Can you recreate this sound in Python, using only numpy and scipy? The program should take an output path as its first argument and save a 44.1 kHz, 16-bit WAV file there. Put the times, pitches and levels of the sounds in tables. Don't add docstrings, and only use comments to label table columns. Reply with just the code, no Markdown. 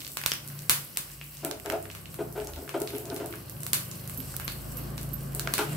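import sys
import numpy as np
from scipy import signal
from scipy.fft import rfft, irfft
from scipy.io import wavfile
from scipy.ndimage import uniform_filter1d

SR = 44100
rng = np.random.default_rng(int(sys.argv[2]) if len(sys.argv) > 2 else 0)


def log_audio(samples):
    frames = np.atleast_2d(samples).T
    limited = np.clip(frames, -1, 1)
    pcm = np.round(limited * 32767).astype(np.int16)
    wavfile.write(sys.argv[1], SR, pcm)


def field_ratio(decibels):
    return 10 ** (np.asarray(decibels, dtype=float) / 20)


N = 254104
TIME = np.arange(N) / SR


def level(x, db):
    return x * field_ratio(db) / np.sqrt(np.mean(x ** 2))


def ring(x, hz, width):
    return signal.lfilter(*signal.iirpeak(hz, hz / width, fs=SR), x)


def colour(x, points):
    hz, db = np.transpose(points)
    f = np.maximum(np.fft.rfftfreq(x.shape[-1], 1 / SR), 1)
    return irfft(rfft(x) * field_ratio(np.interp(np.log(f), np.log(hz), db)), x.shape[-1])


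def walk(rate):
    k = int(SR / rate)
    held = np.repeat(rng.standard_normal(N // k + 1), k)
    return 1.39 * uniform_filter1d(uniform_filter1d(held, k), k)[:N]


def pair(x, pan_db):
    return x * field_ratio(np.array([[.5], [-.5]]) * pan_db)


def add(out, s, sound):
    i = int(s * SR)
    out[:, i:i + sound.shape[1]] += sound[:, :N - i]


BAND_HZ = 250 * 2 ** np.arange(0, 6.3, .25)
# (t/s, level/dB, brightness per part/dB, left minus right/dB, extra body/dB)
POPS = [(0.076, -37, 1.5, 1, -7), (0.17, -26, 0.5, -2, 1), (0.2367, -32, -4.5, 5.5, 1),
        (0.2602, -16.5, 0.5, -4.5, -2), (0.317, -24.5, -2.5, 4, -3), (0.6952, -13.5, 3.5, 0, 1),
        (0.9712, -23, 5, 3, 1), (1.4476, -31, 9, -4.5, 7), (1.511, -26, -4.5, -6.5, -10),
        (1.659, -35.5, 0.5, 4, 5.5), (1.699, -31, -1, -7.5, 7.5), (1.7213, -37, 2.5, 10, 6),
        (1.9493, -38.5, 0.5, -0.5, 3), (2.142, -42, 6.5, 1.5, 6.5), (2.6918, -35.5, 0.5, 2, 6),
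        (2.817, -33.5, 5.5, 5, -6), (3.1623, -34.5, 1, 1, 0), (3.632, -37, 9, -2.5, 3),
        (3.6646, -32, 6.5, -3, 3), (3.7315, -18, 4.5, 1, 1.5), (4.0958, -41, 10, -1, 11),
        (4.3647, -35.5, 5, -10, -2), (4.3978, -36.5, 2.5, -0.5, 7.5), (4.4783, -28, -3.5, 4, -0.5),
        (4.9786, -32, -5.5, -1.5, -8.5), (5.348, -38.5, 14, 0.5, -8), (5.3947, -24.5, 1.5, -3.5, -10),
        (5.473, -29, -8, -6.5, -4), (5.5372, -20, 3, 3, -0.5), (5.5799, -25, 2.5, 0.5, 5)]
BURST_PART = [0, 0, 0, 0, 0, 1, 1, 2, 2, 2]


def seeds():
    part = np.interp(np.log(BAND_HZ), np.log(np.transpose(BURST_SPECTRUM)[0]), BURST_PART)
    return [(s, level_db + tilt_db * (part - 1) + body_db * np.clip(1 - part, 0, 1), pan_db)
            for s, level_db, tilt_db, pan_db, body_db in POPS]


# (t/s, level/dB, centre f/Hz)
SPITS = [(0.047, -29, 4500), (0.59, -32.5, 5740), (0.31, -28.5, 5400), (1.1155, -38, 8700),
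         (1.7, -28.5, 5100), (1.3694, -35.5, 6900), (1.8537, -32, 1650), (1.9126, -35.5, 5940),
         (2.0562, -33.5, 3000), (2.4, -33.5, 2800), (2.5346, -34.5, 3600), (2.5603, -36, 4000),
         (2.677, -31.5, 1400), (3.1, -32, 4000), (2.8735, -27, 4200), (2.95, -32, 2900),
         (3.054, -33.5, 7900), (1.9, -31.5, 2500), (3.3256, -30, 2140), (3.5653, -45, 3000),
         (3.913, -29.5, 6700), (5.447, -44, 1800), (3.2, -34, 1500), (4.202, -38, 3200),
         (3.337, -29.5, 1300), (2.903, -34, 1900), (2, -48, 1700), (0.017, -33.5, 3200), (.353, -32, 3500),
         (1.5985, -40.5, 2400), (0.066, -30.5, 4800), (0.0043, -32, 5100), (0.01, -37.5, 3300),
         (.214, -30, 2000), (0.6, -52, 5000), (0.5, -36.5, 1500), (1.1, -40, 1700), (8.2, -37, 2460),
         (.961, -36.5, 3000), (1.13, -48, 2500)]
# (t/s,
# level/dB)
TICKS = [(0.3356, -25), (0.4756, -30.5), (0.6196, -35), (1.598, -36.5), (1.826, -37), (2.325, -35),
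         (2.4707, -34.5), (2.801, -29.5), (2.9821, -29), (3.1434, -31), (3.259, -29.5), (3.3557, -34.5),
         (3.496, -30.5), (3.6043, -32), (4.075, -29), (4.1448, -34), (4.1745, -32), (4.3039, -43),
         (4.721, -35), (4.7699, -33), (4.871, -51), (5.09, -37), (4.499, -31), (4.52, -32), (5.012, -34.5),
         (4.836, -39), (5.1326, -36), (5.3209, -41), (.2139, -32), (.4848, -33), (0.7065, -32),
         (0.7126, -21), (1.2407, -37), (1.3462, -46), (2.4453, -37), (2.9632, -37), (3.7408, -21),
         (3.7437, -22), (3.9943, -46), (4.9038, -41), (5.522, -42), (5.03, -32), (5.207, -39), (5.634, -36),
         (.117, -33), (.135, -44)]


def spits():
    drops = SPITS + [(s, level_db, 12000) for s, level_db in TICKS]
    sides = rng.standard_normal(len(drops))
    slope_db, scatter_db = 9.5, 3
    return [(s, level_db - slope_db * abs(np.log2(BAND_HZ / centre_hz)), scatter_db * side - 3.0)
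            for (s, level_db, centre_hz), side in zip(drops, sides)]


def burst(chance, decay_s):
    crack = (chance[0] + 2.0 * chance[1:]) * np.exp(-TIME[:chance.shape[1]] / decay_s)
    crack[:, :2] += [4.5, -3.0]
    bins = rfft(crack, 512)
    crack = irfft(bins / abs(bins) ** .7)[:, :chance.shape[1]]
    return crack / np.sqrt(np.mean(np.sum(crack ** 2, axis=1)))


# (f/Hz, level/dB)
BURST_SPECTRUM = [(250, -2), (700, 1.5), (1150, 8), (1600, 7.5), (2600, 7), (3800, 4.5), (6300, 2),
                  (8000, 3), (13000, 2.5), (17000, -2.5)]


def pops():
    out = np.zeros((3, N))
    knee_hz, knee_db = np.transpose(BURST_SPECTRUM)
    common_db = np.interp(np.log(BAND_HZ), np.log(knee_hz), knee_db)
    rows = seeds() + spits()
    chance = rng.standard_normal((len(rows), 3, 256))
    for (s, part_db, pan_db), draw in zip(rows, chance):
        far = field_ratio(-.9 * abs(pan_db))
        crack = np.vstack([pair(burst(draw, decay_s=0.0011), pan_db), far * signal.unit_impulse(256)])
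        points = np.transpose([BAND_HZ, 19.5 + common_db + part_db])
        add(out, s - .0005, colour(np.pad(crack, ((0, 0), (64, 192))), points))
    thump_db, thump_s = -11.5, 0.00053
    t = TIME[:512] / thump_s
    for s, level_db, *_ in POPS:
        add(out[:2], s + 0.0022, -field_ratio(level_db + thump_db) * np.e * (t * np.exp(-t))[None])
    return kitchen(out[:2], out[2], wet_db=2.0)


# (t/s, peak level/dB, left minus right/dB)
SNAPS = [
    (1.6992, -19, .5),
    (4.3655, -7.5, -9),
]


def snaps():
    out = np.zeros((2, N))
    for s, peak_db, pan_db in SNAPS:
        add(out, s, pair(field_ratio(peak_db) * np.array([.6, -1, .5, .2, -.3]), pan_db))
    return out


# (t/s, peak level/dB, f/Hz)
PINGS = [
    (0.319, -13.5, 2900),
    (.3185, -10, 5300),
    (1.2138, -23.5, 2600),
    (2.4722, -21, 6560),
    (4.342, -30, 1430),
    (4.399, -28, 1500),
    (4.479, -22, 4000),
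    (4.519, -31, 3750),
    (5.396, -24.5, 1520),
    (5.475, -16.5, 1450),
]


def bubble_pings():
    out, t = np.zeros((1, N)), TIME[:SR // 50]
    for s, peak_db, hz in PINGS:
        add(out, s, field_ratio(peak_db - 60 * t * hz / 11)[None] * np.sin(2 * np.pi * hz * t * (1 + 15 * t)))
    return out


# (t/s, peak level/dB)
STRIKES = [
    (.2605, -36.5),
    (.6957, -34),
    (3.7315, -35),
    (4.479, -36.5),
    (5.5374, -33.5),
]
# (f/Hz, level/dB, t60/s)
STEEL = [(3544, -10, 0.08), (3750, -20, .2), (3900, -12.5, 0.16), (4130, -8, .1), (4304, -5, 0.14),
         (4470, -8, 0.11), (4725, -11.5, .2)]


def struck_steel():
    out, t = np.zeros((1, N)), TIME[:SR // 4]
    steel = 0
    for hz, db, t60 in STEEL:
        ragged_db = 5 * walk(250)[:len(t)]
        steel = steel + field_ratio(db - 60 * t / t60 + ragged_db) * np.sin(2 * np.pi * hz * t)
    for s, peak_db in STRIKES:
        add(out, s, field_ratio(peak_db) * steel[None])
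    return out


# (t/s, fizz level/dB, dull share level/dB)
FRY = [(0.0, -45, -2.5), (0.26, -48, -19), (0.53, -49, -1), (0.94, -47, -6), (1.2, -50, -3),
       (2.29, -51.5, -8), (2.95, -49, -5), (3.48, -50, -3.5), (3.7, -47.5, -6.5), (4.17, -46.5, -5.5),
       (4.28, -44.5, -7), (5.37, -52, 0), (5.489, -48.5, 2), (5.76, -45, -1)]
# (f/Hz, level per Hz/dB)
FIZZ = [(450, -44), (750, -6.5), (1100, -7.5), (1800, -8.5), (2900, -5), (3600, -13), (4500, -7),
        (6700, -13), (8000, -6.5), (9500, -8.5), (12700, -3), (15600, -6.5), (16300, -41)]


def sizzle():
    s, fizz_db, dull_db = np.transpose(FRY)
    out = np.zeros((2, N))
    for hz in 1000 * 2 ** np.arange(0, 4.1, .5):
        when, size, side = rng.random((3, 3500))
        clicks = np.zeros((2, N))
        clicks[:, (when * N).astype(int)] = pair(field_ratio(-3.2 * np.log(size + 1.5e-3)), 12 * (side - .5))
        width = hz / 4.1
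        hiss = level(ring(clicks, hz, width), 0) + level(ring(rng.standard_normal((2, N)), hz, width), 0.67)
        share = np.clip(np.log2(8000 / hz) / 2, 0, 1)
        patch_db = 2 * walk(16)
        out += np.sqrt(hz) * hiss * field_ratio(patch_db + share * (np.interp(TIME, s, dull_db) + 1.5))
    flicker_db = 1.2 * walk(30)
    fizz = level(colour(out, FIZZ), 0.26) * field_ratio(np.interp(TIME, s, fizz_db) + flicker_db)
    return kitchen(fizz, fizz.mean(axis=0), wet_db=-4.0)


# (t/s, drone level/dB)
DRAGS = [
    [(1.428, -59), (1.622, -80), (1.9, -50.5)],
    [(2.18, -50), (2.4, -52), (2.738, -50.5), (3.084, -42), (3.42, -55.5)],
    [(5.34, -41.5), (5.576, -46.5), (5.76, -45.5)],
]
# (t/s, peak level/dB, hardness/dB, fade t60/s, depth/dB)
JOLTS = [(1.428, -32, 1, 0.081, 5), (1.44, -33.5, 3, 0.27, 7.5), (1.504, -39.5, 6, 0.14, -6),
         (1.534, -42, -10, 0.11, 6), (1.645, -31, 2.5, 0.11, -8), (1.662, -31, -6, 0.11, 4.5),
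         (1.699, -34.5, 11, 0.19, 1), (1.727, -25, 6, 0.077, 2.5), (1.748, -38, 5, 0.07, -3),
         (2.185, -26.5, -1, 0.081, 0.5), (2.199, -27, -9, 0.081, 0), (2.352, -29.5, 0.5, 0.15, 0),
         (2.374, -34.5, 2, 0.17, 0), (2.449, -39, -2.5, 0.25, -2), (2.566, -34.5, -3, 0.074, 3),
         (2.62, -34, -33, 0.074, -1), (2.739, -24, 3, 0.073, 0.5), (2.757, -31.5, -2, 0.22, 2),
         (2.808, -25, -14.5, 0.078, 2.5), (2.93, -24.5, -10.5, 0.066, -0.5), (3.009, -42, -20, 0.11, 2),
         (3.1, -27, -9, 0.12, -3), (3.159, -37, -12, 0.11, -5), (3.198, -26.5, -4, 0.12, 0),
         (3.24, -36, 2.5, 0.058, 1), (3.3, -41, -23, 0.096, 7), (5.587, -21.5, -5, 0.046, -1),
         (5.604, -33, -2, 0.1, 7)]


def stand_forces():
    push = np.zeros((4, N))
    for table in DRAGS:
        s, drone_db = np.transpose(table)
        push += field_ratio(np.interp(TIME, s, drone_db, -120, -120) + np.array([[-6], [-6], [-7], [-14]]))
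    t = TIME[:SR // 3]
    landing_s, landing_grit_db = 5.5, 16.5
    for s, peak_db, hardness_db, t60, depth_db in JOLTS:
        grit_db = -5.5 + 0.6 * hardness_db + landing_grit_db * (s > landing_s)
        shape = (1 - np.exp(-t / 0.012)) * field_ratio(-60 * t / t60)
        share_db = np.array([[depth_db - 4], [-3], [hardness_db], [grit_db]])
        add(push, s - .001, shape / shape.max() * field_ratio(peak_db - 11.0 + share_db))
    return push


def mode_bank(x, modes):
    return sum((-1) ** k * field_ratio(db) * ring(x, hz, width) / np.sqrt(width)
               for k, (hz, width, db) in enumerate(modes))


# (t/s, peak level/dB, f/Hz, t60/s)
JAR = (4.185, -33, 262, .14)


def jar():
    out, t = np.zeros((1, N)), TIME[:SR // 3]
    s, peak_db, hz, t60 = JAR
    add(out, s, field_ratio(peak_db - 60 * t / t60)[None] * np.sin(2 * np.pi * hz * t))
    return out[0]


# (f/Hz, width/Hz, level/dB)
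STOVE_DEEP = [(248, 29, -9), (282, 15, -2), (346, 24, 0)]
STOVE_LOW = [(371.6, 22, -3), (426, 24, 2.5), (516, 45, -9)]
STOVE_UPPER = [(572, 34, -4), (625, 26, -1), (661, 22, 4.5), (754, 45, -5)]
# (f/Hz, width/Hz, level/dB)
GRIT = [(811, 92, 1), (961, 165, 2), (1207, 47, -4), (1470, 135, -0.5), (1684, 86, -6), (2230, 1300, -1)]


def drags():
    slips = rng.standard_normal(N) * field_ratio(2.0 * walk(150))
    knocks = (np.array(JOLTS)[:, 0] * SR).astype(int)
    slips[knocks[:, None] + np.arange(120, 145)] += 1.1
    sound = jar()
    for modes, force in zip((STOVE_DEEP, STOVE_LOW, STOVE_UPPER, GRIT), stand_forces()):
        sound = sound + mode_bank(slips * force, modes) / np.std(mode_bank(slips, modes))
    return kitchen(pair(sound, 2.1), sound, wet_db=-3.0)


# (t/s, peak level/dB, ring f/Hz, left minus right/dB)
TINKLES = [(3.6995, -38, 12540, -8), (3.83, -36, 12820, -7), (3.8787, -45, 12600, -7),
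           (4.174, -19, 12790, -19), (4.195, -34, 12300, -8), (4.2193, -31, 12600, 3),
           (4.4433, -25, 12800, -14), (4.5462, -31, 12800, -19), (4.7691, -24, 12870, -20),
           (5.131, -25.5, 12340, -14), (5.136, -28, 13700, -14), (5.116, -34, 12340, -10),
           (5.318, -40, 12800, -8), (5.32, -41, 11440, -6), (1.2411, -40, 11300, 0),
           (4.52, -30, 12300, -10), (4.655, -36, 12900, -8), (4.67, -36, 12500, -8),
           (5.637, -33, 12800, -6), (5.447, -32, 12370, -15)]


def bangles():
    out, t = np.zeros((2, N)), TIME[:SR // 5]
    for s, peak_db, hz, pan_db in TINKLES:
        tone = np.sin(2 * np.pi * hz * t) + np.sin(2 * np.pi * (hz + 110) * t)
        tone += .6 * np.sin(2 * np.pi * (hz - 230) * t)
        fade_db = 7 * (1 - np.exp(-t / .009)) + 60 * t / .22 + 12 * np.exp(-t / .0015)
        add(out, s, pair(field_ratio(peak_db - 15 - fade_db) * tone, pan_db))
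    out = out * field_ratio(4.5 * walk(150))
    return kitchen(out, out.mean(axis=0), wet_db=-15)


# (t/s, firing rate f/Hz, engine level/dB, exhaust boom level/dB)
BIKE = [(0.0, 27.67, -50.5, -64), (0.7, 28.18, -43, -76), (1.12, 27.53, -56, -52), (1.47, 30, -56, -59),
        (1.7, 31.76, -60, -51), (1.91, 33.36, -52, -52), (2.09, 32.9, -50.5, -54.5),
        (2.279, 29.2, -44, -51), (2.58, 25.27, -56, -40.5), (2.691, 25.26, -56, -73),
        (2.92, 24.78, -43.5, -57), (3.37, 23.53, -43.5, -63), (3.79, 24.37, -40.5, -70),
        (4.25, 26.08, -43, -46.5), (4.96, 27.93, -36.5, -41), (5.49, 27.46, -38.5, -43.5),
        (5.58, 28.73, -46, -54), (5.76, 30.4, -31, -46)]
# (multiple of firing rate, level/dB)
UPPER_ORDERS = [(4, -0.5), (5, 1.5), (6, -8.5), (7, -8.5), (8, -13), (9, -10)]
# (f/Hz, level/dB)
WALLS = [(48, -10), (54, 0), (65, -1), (75, 6), (83, -14), (98, 4)]
# (f/Hz, width/Hz, lift/dB)
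ROOM_MODE = (156, 36, 7.4)


def motorbike(load_db):
    s, *columns = np.transpose(BIKE)
    hz, upper_db, boom_db = (np.interp(TIME, s, c) for c in columns)
    turn, lag = 2 * np.pi * np.cumsum(hz) / SR, np.array([[.15], [-.15]])
    mode_hz, mode_width, mode_db = ROOM_MODE

    def wall(f):
        return np.interp(f, *np.transpose(WALLS))

    def order(k):
        return np.sin(k * turn + 2 * np.pi * rng.random() + .45 * walk(4) + lag * walk(2))

    upper = 0
    for k, db in UPPER_ORDERS:
        lift_db = mode_db / (1 + ((k * hz - mode_hz) / mode_width) ** 2)
        load = load_db * (k != 5)
        upper = upper + field_ratio(db + load + lift_db + 1.7 * walk(2.57)) * order(k)
    second = field_ratio(boom_db + wall(2 * hz) + 2.0) * order(2)
    third = field_ratio(boom_db + wall(3 * hz) + 1.0) * order(3)
    return second + third + level(upper, -1.8) * field_ratio(upper_db)


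# (f/Hz, level per Hz/dB)
STREET = [(18, -44), (30, -10), (140, -8), (255, -12.5), (353, -11.5), (437, -18.5), (561, -16), (981, -28),
          (1100, -20), (1360, -28.5), (1500, -25), (1930, -34.5), (3000, -41), (3900, -46), (6600, -120)]


def rumble(noise_db):
    mid, side = colour(rng.standard_normal((2, N)), STREET)
    side = signal.lfilter(*signal.butter(1, 600, "high", fs=SR), side) + 0.12 * side
    return level(mid + side * np.array([[1], [-1]]), 10.6) * field_ratio(noise_db + walk(6))


# (f/Hz, width/Hz, level/dB)
HUM = (144, 3, -52.5)


def room_hum(hum_db):
    hz, width, db = HUM
    return level(ring(rng.standard_normal(N), hz, width), db) * field_ratio(hum_db)


# (t/s, engine load/dB, traffic level/dB, room resonance level/dB)
TRAFFIC = [(0, -8, -64, -5), (.7, 0, -63, 2), (1.3, -2, -65.5, 2.5), (1.9, -3.5, -61.5, -3),
           (2.3, 6, -59.5, -6.5), (2.9, -6, -60, 3), (3.5, 1.5, -58.5, 5.5), (3.9, 2, -57.5, 3),
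           (4.4, 0.5, -56, 0.5), (4.9, 2, -53.5, 1), (5.3, 1.5, -55, -4), (5.76, -1, -52.5, 3)]


def street():
    s, *columns = np.transpose(TRAFFIC)
    load_db, noise_db, hum_db = (np.interp(TIME, s, c) for c in columns)
    return pair(motorbike(load_db) + room_hum(hum_db), 0.59) + rumble(noise_db)


# (f/Hz, t60/s)
KITCHEN_T60 = [(150, 0.51), (500, 0.34), (1300, 0.34), (3500, 0.32), (9000, 0.28), (15000, 0.35)]
# (delay t/s, left level/dB, right level/dB)
ECHOES = [(.0122, -19, -27), (.0172, -28, -18)]


def kitchen(near, feed, wet_db):
    t = TIME[:SR // 2]
    tail, (knee_hz, knee_t60) = np.zeros((2, len(t))), np.transpose(KITCHEN_T60)
    for hz in 60 * 2 ** np.arange(0, 8.5, .5):
        edges = signal.butter(2, [hz, min(hz * np.sqrt(2), .49 * SR)], "band", fs=SR, output="sos")
        t60 = np.interp(np.log(hz), np.log(knee_hz), knee_t60)
        mid, side = signal.sosfilt(edges, rng.standard_normal((2, len(t)))) * field_ratio(-60 * t / t60)
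        tail += mid + min(hz / 600, 1.2) * side * np.array([[1], [-1]])
    tail *= field_ratio(wet_db) * (1 - np.exp(-t / 0.0031)) / np.sqrt(np.sum(tail ** 2) / 2)
    for delay, left_db, right_db in ECHOES:
        tail[:, int(delay * SR)] += field_ratio(np.array([left_db, right_db]) + wet_db)
    return near + signal.fftconvolve(feed[None], tail, axes=1)[:, :N]


def scene():
    ringing = bubble_pings() + struck_steel()
    frying = pops() + snaps() + kitchen(pair(ringing, -.6), ringing[0], wet_db=-1.0) + sizzle()
    return frying + drags() + bangles() + street()


def roll_off(x):
    return signal.sosfilt(signal.butter(12, 16480, fs=SR, output="sos"), x)


def record(dry):
    x = signal.sosfilt(signal.butter(4, 48, "high", fs=SR, output="sos"), dry)
    x = signal.sosfilt(signal.ellip(8, .3, 40, 15750, fs=SR, output="sos"), x)
    mix = np.clip(x, -1, 1)
    return roll_off(mix)


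dry = scene()
out = record(dry)
log_audio(out)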